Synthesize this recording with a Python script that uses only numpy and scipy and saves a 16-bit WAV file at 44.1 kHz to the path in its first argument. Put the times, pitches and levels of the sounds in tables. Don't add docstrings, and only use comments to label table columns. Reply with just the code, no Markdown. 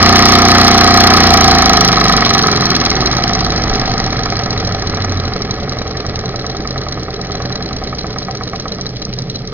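import sys
import numpy as np
from scipy import signal
from scipy.io import wavfile
from scipy.ndimage import uniform_filter1d

SR = 44100
rng = np.random.default_rng(int(sys.argv[2]) if len(sys.argv) > 2 else 0)


def store_wav(level_fs):
    pcm = np.round(np.clip(np.atleast_2d(level_fs), -1, 1) * 32767)
    wavfile.write(sys.argv[1], SR, pcm.T.astype(np.int16))


def gain_from_db(level_db):
    decades = np.asarray(level_db, float) / 20
    return 10 ** decades


N = 420271
START_TURNS, FULL_SPEED = .012, 30.5

# time_s, speed_turns_per_s
SPIN = [(0.0, 30.71), (1.06, 30.62), (1.57, 28.0), (1.98, 24.33), (2.22, 23.67), (3.1, 18.38),
        (3.72, 16.99), (4.8, 13.24), (5.0, 13.63), (5.53, 10.9), (6.13, 10.67), (6.26, 9.79), (7.11, 9.09),
        (7.48, 9.99), (8.3, 7.95), (8.65, 8.2), (8.95, 6.1), (9.53, 5.74)]
# speed_turns_per_s, head_end_turns, slide_turns, crank_end_turns
PLATE_AT = [(6, 1.01, .33, .512), (10, 1.0, .28, .505), (13, 1.025, .318, .54), (18, 1.03, .31, .59),
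            (24, .995, .245, .48), (29, .97, .22, .45), (30.7, .925, .15, .5)]
# speed_turns_per_s, crosshead_turns, eccentric_turns, valve_turns
BRASS_AT = [(6, 1.032, .24, .712), (9, 1.027, .205, .697), (16.5, 1.015, .27, .673), (19, .908, .31, .665),
            (24, .9, .306, .63), (26, .872, .3, .605), (30, .83, .28, .607)]


def evened(x):
    return x / np.sqrt(np.mean(x ** 2) + 1e-20)


def curves(rows, at):
    known, *columns = np.transpose(rows)
    return [np.interp(at, known, column) for column in columns]


def spin():
    t = np.arange(N) / SR
    speed = curves(SPIN, t)[0]
    return t, speed, START_TURNS + np.cumsum(speed) / SR


def law(speed, full_db, halving_db):
    return gain_from_db(full_db + halving_db * np.log2(speed / FULL_SPEED))


def beat(places, first_db, second_db, lag_turns, width_turns, second_share=1):
    _, speed, turns = spin()
    lag, width = np.sqrt(speed / FULL_SPEED) * np.array([[lag_turns], [width_turns]])
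    first, _, last = curves(places, speed)
    angle = 2 * np.pi * (turns - lag - np.array([first, last]))
    first_swell, second_swell = np.exp((np.cos(angle) - 1) / (2 * np.pi * width) ** 2)
    return evened(gain_from_db(first_db * first_swell + second_db * second_share * second_swell))


def ring(modes, rise_s):
    t = np.arange(SR // 4) / SR
    x = 0
    for hz, db, t60 in modes:
        x = x + gain_from_db(db - 60 * t / max(t60, .005)) * np.sin(2 * np.pi * hz * t)
    x = x * (1 - np.exp(-t / rise_s))
    return x / abs(x).max()


def struck(trains, bodies):
    return sum(signal.oaconvolve(x, body)[:N] for x, body in zip(trains, bodies))


def smoothed_twice(x, *sizes):
    for size, axis in sizes:
        x = uniform_filter1d(x, size=size, axis=axis)
    return evened(x)


def noise(spectrum, patchy_db, flicker_db):
    frames, hz = N // 256 + 5, np.fft.rfftfreq(1024, 1 / SR)
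    real, imaginary, patches = rng.standard_normal((frames, 513, 3)).T
    patches = smoothed_twice(patches, (10, 0), (4, 1))
    flicker = smoothed_twice(rng.standard_normal(N), (130, 0), (130, 0))
    known_hz, db = np.transpose(spectrum)
    shape_db = np.interp(np.log(hz + 1), np.log(known_hz), db, left=-60, right=-60)[:, None]
    z = (real + 1j * imaginary) * gain_from_db(shape_db + patchy_db * patches)
    rush = signal.istft(z, nperseg=1024, noverlap=768)[1][:N]
    return evened(rush * gain_from_db(flicker_db * flicker))


def blows(column, places, levels):
    t, speed, turns = spin()
    whole = np.arange(-1, turns[-1])
    angle = whole + curves(places, np.interp(whole + .5, turns, speed))[column]
    angle = angle[(angle > turns[0]) & (angle < turns[-1])]
    pace = np.interp(angle, turns, speed)
    return np.interp(angle, turns, t), np.array([curves(rows, pace)[column] for rows in levels])


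def strikes(places, levels, slack_turns, scatter_db, bounce_s, bounce_db):
    trains = np.zeros((len(levels), N + SR))
    for column in range(3):
        when, levels_db = blows(column, places, levels)
        luck = rng.standard_normal((len(when), 3 + len(levels))).T
        turn_s = np.gradient(when)
        slack_s = slack_turns * turn_s ** 2 * 10
        at = (abs(when + slack_s * luck[0]) * SR).astype(int)
        later = at + (abs(bounce_s + slack_s * luck[1]) * SR).astype(int)
        scatter = .5 * luck[2] + .8 * luck[3:]
        force = gain_from_db(levels_db + scatter_db * np.sqrt(turn_s / .1) * scatter)
        for train, push in zip(trains, force):
            np.add.at(train, at, push)
            np.add.at(train, later, push * gain_from_db(bounce_db))
    return trains


def plate(crack_db, crack_s):
    # pitch_hz, level_db, t60_s
    low_modes = [(417, -25.5, 0.054), (708, 0, 0.12), (767.4, 2.5, .13), (890, -6, 0.067)]
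    high_modes = [(1035, -19, 0.12), (1150, -8, 0.047), (1180, -7.5, 0.015), (1234.4, 6, 0.021),
                  (1271, -4.5, 0.021), (1740, -4.5, .022), (1906, -7, 0.026), (2220, -10.5, 0.0069),
                  (2250, -5, 0.02), (2860, -11, 0.011)]
    thud_modes = [(240, 0, .016), (470, -3, .011)]
    # speed_turns_per_s, head_end_db, slide_db, crank_end_db
    low_db = [(6, -33, -36, -36), (8.03, -41, -43, -21.5), (9.5, -31.5, -31.5, -22.5),
              (12.8, -23, -36, -28.5), (17, -16, -19, -29.5), (22.1, -23, -28, -25), (23, -14, -21, -21.5),
              (28.87, -4.5, -32.5, -22), (32, -18, -29, -1.5)]
    high_db = [(6, -27.5, -29.5, -45), (7.86, -32.5, -36, -12), (10.3, -27, -54, -18.5),
               (12.4, -20.5, -23, -17), (16.9, -15.5, -13.5, -49), (21, -7.5, -32, -30),
               (23.7, -1, -21.5, -28), (27.7, -3, -15.5, -24.5), (31.13, 0, -1, -39.5)]
    thud_db = [(6, -21.5, -35, -24), (9, -17.5, -33, -17), (10.8, -12, -32.5, -23),
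               (15.1, -16.5, -36.5, -23), (19.1, -21, -33, -15), (24.1, -22.5, -32, -18.5),
               (30.7, -30, -29, -26)]
    trains = strikes(PLATE_AT, (low_db, high_db, thud_db),
                     slack_turns=.004, scatter_db=1.6, bounce_s=.007, bounce_db=-18)
    bodies = ring(low_modes, .002), ring(high_modes, .006), -ring(thud_modes, .0005)
    burst = signal.oaconvolve(trains[1], np.exp(-np.arange(400) / SR / crack_s))[:N]
    crack = gain_from_db(crack_db) * burst * np.gradient(rng.standard_normal(N))
    return crack + struck(trains, bodies)


def brass(chatter_s, scrape_share):
    # pitch_hz, level_db, t60_s
    rod_modes = [(3080, -19.5, .014), (3430, -19, .014), (3998, -2.5, 0.024), (4054, -0.5, 0.022),
                 (4212, 0, 0.024), (4300, -8, 0.022)]
    pin_modes = [(4920, -4.5, 0.01), (4967, -2.5, 0.012), (5100, 2, .011), (5580, 2.5, .008),
                 (5845, 1, .011), (5830, 0.5, 0.0099)]
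    # speed_turns_per_s, crosshead_db, eccentric_db, valve_db
    rod_db = [(6, -16, -26, -21.5), (9, -18.5, -21, -21.5), (12, -24.5, -40, -17), (16.6, -19.5, -25, -16),
              (18.97, -21, -34, -9), (24, -9, -39, -12.5), (28, -6.5, -30.5, -25.5), (33, -16.5, -29, -38)]
    pin_db = [(6, -13.5, -15, -14), (9, -15.5, -21.5, -15), (11.7, -19, -45, -12), (15.3, -9, -27.5, -11),
              (19.2, -8, -35, -5.5), (25.4, -10.5, -36, -0.5), (24.6, 1, -24.5, -36), (30.7, 1, -40.5, -27)]
    trains = strikes(BRASS_AT, (rod_db, pin_db),
                     slack_turns=.009, scatter_db=2.4, bounce_s=.009, bounce_db=-15)
    u = np.arange(600) / SR / chatter_s
    burst = u * np.exp(-u)
    scrape = signal.oaconvolve(trains, burst[None] / np.linalg.norm(burst), axes=1)[:, :N]
    drive = scrape_share * scrape * rng.standard_normal(scrape.shape)
    lag = round(chatter_s * SR)
    drive[:, lag:] += trains[:, :N - lag]
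    return struck(drive, (ring(rod_modes, .002), ring(pin_modes, .0012)))


def shaft_hum(waver_db, hum_db, unsteady):
    # multiple_of_shaft_speed, level_db
    shaft = [(1, -9.5), (2, -10), (3, -14), (4, -22.5), (5, -23), (6, -27), (7, -23), (8, -28.5),
             (9, -31.5), (10, -35), (11, -42), (12, -37), (13, -43), (14, -46.5), (15, -46.5), (16, -48.5),
             (17, -44.5), (18, -57), (19, -46.5), (20, -48)]
    # pitch_hz, level_db
    table_top = [(25.0, -22.5), (40.0, -21), (56.0, -9.5), (70.0, -16.5), (88.0, -2.1), (105.0, -9.5),
                 (125.0, -2.5), (148.0, -2.5), (175.0, 4.5), (205.0, 2), (245.0, 12), (300.0, 7),
                 (370.0, 17.5), (460.0, 14.5)]
    t = np.arange(0, N + 32, 32) / SR
    speed = curves(SPIN, t)[0]
    order, force_db = np.transpose(shaft)[:, :, None]
    hz, answer_db = np.transpose(table_top)
    hz, answer_db = np.append(hz, 620), np.append(answer_db, 8.0)
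    answer_db = np.interp(np.log(order * speed), np.log(hz), answer_db, left=-45)
    waver = evened(uniform_filter1d(rng.standard_normal(answer_db.shape), size=200))
    waver_db = waver_db * (1 + unsteady * np.log2(FULL_SPEED / speed).clip(0, .5))
    height = gain_from_db(hum_db + force_db + answer_db + waver_db * waver)
    now, _, turns = spin()
    hum = np.zeros(N)
    for k, h in zip(np.round(order), height):
        hum += np.interp(now, t, h) * np.sin(2 * np.pi * (k * turns + rng.random()))
    return hum


def loose_shaking():
    # pitch_hz, level_db, t60_s
    table_modes = [(33, -35, .1), (57, -23.5, .1), (96, -37.5, 0.085), (131.2, -4, 0.18), (183, -2, 0.078),
                   (223.3, -3, 0.058), (254.7, -1.5, 0.061), (311.5, 4.5, 0.037), (379, -0.5, 0.033),
                   (416.4, 5, 0.031), (480, 4.5, 0.016), (560, -9.5, 0.09)]
    pace = spin()[1]
    loose = 0.93 / (1 + (pace / 18.2) ** 4)
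    jolts = rng.standard_normal(N) * beat(PLATE_AT, 3.0, 3.0, lag_turns=.08, width_turns=.09)
    shaking = evened(signal.oaconvolve(jolts, ring(table_modes, 0.0013))[:N])
    rocking = evened(signal.oaconvolve(rng.standard_normal(N), ring(table_modes[1:5], .004))[:N])
    crawl = law(pace, full_db=-43.5, halving_db=-8) * rocking
    return crawl + law(pace, full_db=-15, halving_db=5.37) * np.sqrt(loose) * shaking


def wash():
    # pitch_hz, level_db_per_hz
    rattle_spectrum = [(380, -11), (640, -13), (727, 0.5), (940, -12.5), (1280, 0), (1430, -8.5),
                       (1580, -8.5), (1690, -4.5), (2200, -8.5), (2700, -20.5), (3500, -22.5), (4550, -75),
                       (7700, -120)]
    steam_spectrum = [(1200, -24.5), (2000, -9), (2630, -12.5), (3320, -6.5), (3800, -8), (4110, 1),
                      (4510, -4), (5130, -3), (5820, -4.5), (6400, -22), (7200, -26.5)]
    speed = spin()[1]
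    valve_share = np.clip((27. - speed) / 3, .2, 1)
    puffs = beat(BRASS_AT, 8.0, 5.5, lag_turns=.05, width_turns=.07, second_share=valve_share)
    rattle = law(speed, full_db=-11.5, halving_db=10.44)
    rattle = rattle * beat(PLATE_AT, 6.0, 4.0, lag_turns=.07, width_turns=.09)
    leak = gain_from_db(-41.5)
    steam = np.hypot(law(speed, full_db=-19.5, halving_db=14.6), leak) * puffs
    grit = gain_from_db(-3.0) * noise(rattle_spectrum, patchy_db=0.5, flicker_db=2.5)
    hiss = gain_from_db(7.5) * noise(steam_spectrum, patchy_db=1.0, flicker_db=4.0)
    return np.array([rattle * np.roll(grit, k * SR) + steam * np.roll(hiss, k * SR) for k in range(3)])


def nudges():
    # start_s, peak_db, pitch_hz
    pushes = [
        (3.704, -3, 27),
        (3.81, -8, 30.2),
        (3.89, -6, 28.3),
        (3.971, -20, 104),
    ]
    t, out = np.arange(N) / SR, np.zeros(N)
    for start_s, db, hz in pushes:
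        cycles = np.maximum(t - start_s, 0) * hz
        swell = 2.0 * cycles / 0.93 * np.exp(-cycles / 0.43)
        out += gain_from_db(db) * np.sin(-2 * np.pi * cycles) * swell
    return out


def shed(x):
    # pitch_hz, t60_s
    decay = [(100, .1), (1000, .11), (6000, .06)]
    taps = np.zeros((2, SR // 2))
    at = np.arange(100, SR // 2 - 20, 20)
    at = at + rng.integers(0, 20, (2, len(at)))
    np.put_along_axis(taps, at, rng.choice([-1., 1.], at.shape), 1)
    hz, t, z = signal.stft(taps, SR, nperseg=256)
    thin = hz[:, None] / (hz[:, None] + 1500)
    fade = gain_from_db(-60 * t / curves(decay, hz)[0][:, None])
    tail = signal.istft(z * thin * fade, SR, nperseg=256)[1]
    return signal.fftconvolve(x[None], tail / np.linalg.norm(tail[0]), axes=1)[:, :N]


def scene():
    direct, *walls = wash()
    knocks = plate(crack_db=-9.5, crack_s=0.0031) + brass(chatter_s=.0016, scrape_share=.65)
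    table = shaft_hum(waver_db=0.86, hum_db=2.0, unsteady=5.55) + loose_shaking()
    engine = knocks + table + direct + nudges()
    lag = 4
    left = np.concatenate([np.zeros(lag), engine[:-lag]])
    ports = np.array([left * gain_from_db(-0.83), engine * gain_from_db(0.46)])
    scattered = gain_from_db(-9) * np.array(walls)
    return ports + gain_from_db(-16.5) * shed(engine) + scattered


def roll_off(x):
    return signal.sosfilt(signal.butter(12, 20000, fs=SR, output="sos"), x)


def record(dry):
    limit = signal.firwin(201, 6450, window=("kaiser", 9), fs=SR)[None]
    flat = np.clip(signal.oaconvolve(dry, limit, "same"), -1, 1)
    spray = flat - signal.oaconvolve(flat, signal.firwin(201, 7200, fs=SR)[None], "same")
    return roll_off(flat - .55 * spray)


dry = scene()
out = record(dry)
store_wav(out)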